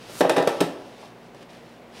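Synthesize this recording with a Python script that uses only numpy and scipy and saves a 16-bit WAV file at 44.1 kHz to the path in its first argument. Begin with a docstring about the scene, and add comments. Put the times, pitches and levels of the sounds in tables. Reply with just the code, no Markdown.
"""In a steel-walled bakery, an oven hums and blows while a bread basket slides over a wire cart.
It knocks down among other baskets in five hollow clacks with small rebounds; each impact excites
damped modes of the basket, the wires and the shelf. Afterwards baskets and cloth rustle and tick
softly by friction as one is lifted away. The room reverberates briefly."""
import sys
import numpy as np
from scipy import signal
from scipy.fft import rfft, irfft
from scipy.io import wavfile

SR = 44100
rng = np.random.default_rng(int(sys.argv[2]) if len(sys.argv) > 2 else 0)


def file_out(sig):
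    """Save sig as 16-bit WAV at sys.argv[1]."""
    # one column per channel
    cols = np.atleast_2d(sig).T
    # limit, then scale
    lim = np.clip(cols, -1, 1)
    pcm = np.round(lim * 32767).astype(np.int16)
    wavfile.write(sys.argv[1], SR, pcm)


N = 88200


def amp(db):
    """Amplitude ratio of a level in decibels."""
    return 10 ** (np.asarray(db) / 20)


def unit(x):
    """Normalisation to rms 1."""
    return x / np.sqrt(np.mean(x ** 2) + 1e-20)


def read(points, hz):
    """Interpolation of a table on a logarithmic frequency axis."""
    f, value = np.transpose(points)
    return np.interp(np.log(hz + 1), np.log(f + 1), value)


def add(mix, start_s, sound):
    """Superposition of a sound on the mix."""
    part = mix[max(round(start_s * SR), 0):][:len(sound)]
    part += sound[:len(part)]


def colour(x, spectrum, tilt_db=0):
    """Spectral shaping to rms 1, with a tilt in dB per octave above 1500 Hz."""
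    hz = np.fft.rfftfreq(len(x), 1 / SR)
    octaves = np.log2(np.maximum(hz, 1500) / 1500)
    return unit(irfft(rfft(x) * amp(read(spectrum, hz) + tilt_db * octaves), len(x)))


def hump(hz, centre_hz, octaves):
    """Band-pass gain, Gaussian in log frequency."""
    return np.exp(-.5 * (np.log2((hz + 1) / centre_hz) / octaves) ** 2)


def decay(t, t60):
    """Exponential damping by 60 dB in t60 seconds."""
    return np.exp(-np.log(1000) * t / np.maximum(t60, 1e-3))


def ring(modes, t, weights=1):
    """Free vibration: a sum of damped modes, neighbours in opposite phase, with initial power 1."""
    hz, db, t60 = np.transpose(modes)
    gain = amp(db) * weights * (-1) ** (np.arange(len(hz)) + 1)
    waves = np.sin(2 * np.pi * hz * t[:, None]) * decay(t[:, None], t60)
    return waves @ gain / np.sqrt(np.sum(gain ** 2) / 2)


# Reverberation time of the bakery. Each row: frequency in Hz, t60 in seconds.
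ROOM_T60 = [(120, 0.15), (190, 0.55), (350, 0.63), (800, 0.75), (2200, 0.49), (6000, 0.36), (15000, 0.36)]


def room(x):
    """Reverberation: dense reflections off steel and tile, lasting longest in the midrange."""
    hz, t, spectra = signal.stft(rng.standard_normal(SR), SR, nperseg=256)
    tail = signal.istft(spectra * decay(t, read(ROOM_T60, hz)[:, None]), SR, nperseg=256)[1]
    delay_s, build_s = 0.0059, 0.004
    tail *= np.clip((np.arange(len(tail)) / SR - delay_s) / build_s, 0, 1)
    return amp(-8.5) * signal.fftconvolve(x, tail / np.linalg.norm(tail))


# Spectrum of the oven fan. Each row: frequency in Hz, relative spectral density in dB.
FAN_SPECTRUM = [(20, -28), (45, -10), (85, -38), (120, -1), (180, -1.5), (300, 1), (550, 1), (800, -3.5),
                (1300, -10), (2200, -13), (4000, -21.5), (7000, -30), (11000, -35), (16000, -35)]
# Partials of the oven's hum. Each row: frequency in Hz, level in dB.
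HUM_PARTIALS = [(59, -69.5), (118, -63.5), (177, -61.5), (236, -57), (474, -63.5), (710, -63)]


def oven():
    """Broadband fan noise plus a hum whose partials waver by slow amplitude modulation."""
    t = np.arange(N) / SR
    out = amp(-48) * colour(rng.standard_normal(N), FAN_SPECTRUM)
    for hz, db in HUM_PARTIALS:
        waver = unit(sum(np.sin(2 * np.pi * (f * t + rng.random())) for f in np.geomspace(.5, 8, 10)))
        partial = np.sqrt(2) * np.sin(2 * np.pi * (hz * t + rng.random()))
        out += amp(db) * (1 + 0.14 * waver) * partial
    return out


def friction(catches_per_s=820, catch_share=0.28):
    """Stick-slip friction: tiny random catches carry a share of the power, smooth hiss the rest."""
    catches = rng.standard_normal(N) * (rng.random(N) < catches_per_s / SR)
    return np.sqrt(catch_share) * unit(catches) + np.sqrt(1 - catch_share) * rng.standard_normal(N)


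# Rubs of baskets and cloth. Each row: peak time, swell and fade, all in seconds, then level in dB.
RUBS = [(.03, 0.15, 0.65, -49.5), (.56, 0.24, 0.11, -47.5), (0.899, 0.18, .1, -57),
        (1.035, 0.055, 0.059, -51.5), (1.26, .08, 0.036, -60.5), (1.37, 0.015, 0.036, -54.5),
        (1.429, 0.019, 0.0084, -52), (1.50, 0.0099, 0.026, -51.5), (1.55, 0.021, 0.053, -53.5),
        (1.68, 0.072, 0.13, -57.5), (1.995, 0.059, .05, -44)]
# Spectrum of the rustle. Each row: frequency in Hz, relative spectral density in dB.
RUSTLE_SPECTRUM = [(30, -31), (100, 0.5), (400, 2), (800, -6), (1500, -7), (2800, -3), (5500, -9),
                   (7000, -16.5), (10000, -18.5), (16000, -36)]


def rustle():
    """Friction noise of handled baskets and cloth; each rub swells and fades as a lopsided Gaussian."""
    t = np.arange(N) / SR
    envelope = sum(amp(db) * np.exp(-((t - peak) / np.where(t < peak, swell, fade)) ** 2)
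                   for peak, swell, fade, db in RUBS)
    return envelope * colour(friction(), RUSTLE_SPECTRUM)


# Envelope of the slide on the wire shelf. Each row: time in seconds, level in dB.
SLIDE_LEVEL = [(0, -56.5), (.06, -52.5), (.10, -45), (.15, -43), (.20, -37), (.215, -35.5), (.25, -90)]
# Spectrum of the slide at full speed. Each row: frequency in Hz, relative spectral density in dB.
SLIDE_SPECTRUM = [(30, -35), (100, 14), (400, -3), (900, 4), (2000, 2.5), (4500, 11.5), (7000, 10.5),
                  (9500, 10.5), (13000, 7.5), (16000, -3)]


def slide():
    """Sliding friction grows louder and brighter as the basket speeds up over the wires."""
    level_db, rub = curve_db(SLIDE_LEVEL), friction()
    bright_share = amp(0.76 * (level_db - level_db.max()))
    bright = colour(rub, SLIDE_SPECTRUM)
    dull = colour(rub, SLIDE_SPECTRUM, tilt_db=-10)
    return amp(level_db) * (bright_share * bright + (1 - bright_share) * dull)


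def curve_db(points):
    """Linear interpolation of a level envelope at every sample."""
    return np.interp(np.arange(N) / SR, *np.transpose(points))


# Modes of the cart shelf. Each row: frequency in Hz, relative level in dB, t60 in seconds.
SHELF_MODES = [(134, -8, 0.082), (168.4, -2.5, 0.115), (192, -6, 0.11)]


def shelf_thump(t, rise_s=0.0036):
    """Low, strongly damped modes of the struck shelf give a thump."""
    return ring(SHELF_MODES, t) * (1 - np.exp(-t / rise_s))


# Spectrum of the contact noise. Each row: frequency in Hz, relative spectral density in dB.
CONTACT_SPECTRUM = [(100, -2), (350, 7), (900, 4.5), (1300, 1), (1450, -4), (1750, 3), (2150, -6),
                    (2800, -2), (3700, -2.5), (4300, -8.5), (5300, -5.5), (7000, -13.5), (8200, -11),
                    (11000, -15), (14000, -22.5), (16000, -30)]
# Modes of the cart's wires. Each row: frequency in Hz, relative level in dB, t60 in seconds.
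WIRE_MODES = [(1274, -5, 0.1), (1309, 1.5, 0.17), (1583, 2.5, 0.11), (1738, -4.5, 0.14), (1805, 3.5, 0.13),
              (1985, -7, 0.24), (2460, -3.5, 0.16), (2605, -10.5, 0.32), (2813, -9, 0.17),
              (3170, -19, 0.14), (3770, -4.5, 0.16)]


def contact(t, tilt_db, rise_s):
    """Broadband excitation at the contact: a short crack, a longer fine rattle and ringing wires."""
    crack = colour(rng.standard_normal(len(t)), CONTACT_SPECTRUM, tilt_db) * decay(t, t60=0.03)
    rattle = colour(rng.standard_normal(len(t)), CONTACT_SPECTRUM, tilt_db - 2.5) * decay(t, t60=0.19)
    sound = amp(11) * crack + amp(0.5) * rattle + amp(-6) * ring(WIRE_MODES, t)
    return sound * (1 - np.exp(-t / rise_s))


# Modes of the hollow basket. Each row: frequency in Hz, relative level in dB, base t60 in seconds.
BASKET_MODES = [(276.7, -2, 0.37), (341.2, -1.5, 0.33), (387.4, 5.5, 0.12), (486.5, 1.5, 0.15),
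                (548, -6.5, 0.41), (588, 7, 0.098), (637, 5, 0.14), (730, -4.5, 0.41), (809, -1, 0.17),
                (876, 6, 0.08), (982, -16.5, 0.51), (1108, -14.5, 0.35)]


def basket(t, centre_hz, sustain, rise_s):
    """Modal resonance of the hollow basket: the point of impact favours the modes near one pitch."""
    mode_hz, db, t60 = np.transpose(BASKET_MODES)
    weights = amp(-8) + hump(mode_hz, centre_hz, octaves=0.89)
    modes = ring(np.column_stack([mode_hz, db, t60 * sustain]), t, weights)
    first_swing = np.sin(2 * np.pi * centre_hz * t) * decay(t, t60=0.017)
    # The weave's crowded, quickly damped modes merge into a band of noise.
    band = hump(np.fft.rfftfreq(len(t), 1 / SR), centre_hz, octaves=0.5)
    noise = unit(irfft(rfft(rng.standard_normal(len(t))) * band, len(t)))
    weave = noise * decay(t, t60=0.091 * sustain)
    return (amp(6.5) * first_swing + amp(-2.5) * modes + weave) * (1 - np.exp(-t / rise_s))


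# Blows and rebounds. Each row: start in seconds, basket gain in dB, centre pitch in Hz, factor on
# the basket's t60, shelf gain in dB, contact gain in dB, contact tilt in dB per octave.
KNOCKS = [ (.095, -40, 540, .5, -74, -69, 2), (0.2069, -12.5, 585, 1.6, -24.5, -20.5, -2.5),
          (.246, -12, 618, 0.72, -26, -26, -7.5), (0.2949, -17, 463, 1.4, -33, -22, -0.5),
          (0.363, -20, 420, 1.5, -25, -24, -3), (.368, -19.5, 420, 0.72, -41, -33.5, 1),
          (.379, -17.5, 560, 1.4, -45, -26.5, -2), (.385, -14.5, 457, .9, -27, -43, 0),
          (.399, -26, 560, .7, -38, -28, -6.5), (0.425, -24, 580, .8, -56, -37.5, -0.5),
          (0.4736, -16, 535, 0.73, -56, -25.5, -0.5), (.492, -23, 630, .6, -51, -40.5, 1.5),
          (.605, -46, 324, 0.21, -45, -27, 0.5), (.609, -15.5, 320, .8, -25.5, -28, 1),
          (.620, -24.5, 420, 1.22, -26, -66, -2), (1.028, -36, 810, .6, -66, -57, -4.5),
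          (1.346, -38.5, 618, 0.39, -57, -55.5, -0.5), (1.428, -64, 880, .5, -74, -57.5, 0),
          (1.531, -72, 580, 0.57, -73, -59.5, 1.5)]


def knocks():
    """Impact excitation: yields the start and sound of each blow on basket, shelf and wires."""
    t = np.arange(SR // 2) / SR
    # A small object radiates little below 116 Hz.
    radiation = signal.butter(4, 116, "highpass", fs=SR, output="sos")
    for start_s, basket_db, centre_hz, sustain, shelf_db, contact_db, tilt_db in KNOCKS:
        softness_s = 0.00063 * max(-tilt_db, 0)  # a duller blow takes longer to build
        sound = amp(basket_db) * basket(t, centre_hz, sustain, rise_s=0.00061 + softness_s)
        sound += amp(shelf_db) * shelf_thump(t)
        sound += amp(contact_db) * contact(t, tilt_db, rise_s=0.00028 + softness_s)
        yield start_s, signal.sosfilt(radiation, sound)


def scene():
    """Superposition of oven, rubbing and knocks; each knock excites its own room reflections."""
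    out = oven()
    rubbing = slide() + rustle()
    add(out, 0, rubbing)
    add(out, 0, room(rubbing))
    for start_s, sound in knocks():
        add(out, start_s, sound)
        add(out, start_s, room(sound))
    return out[None]


def record(dry, cutoff_hz=15850):
    """Band limiting by a linear-phase low-pass filter."""
    lowpass = signal.firwin(511, cutoff_hz, window=("kaiser", 9), fs=SR)
    return signal.oaconvolve(dry, lowpass[None], "same")


dry = scene()
out = record(dry)
file_out(out)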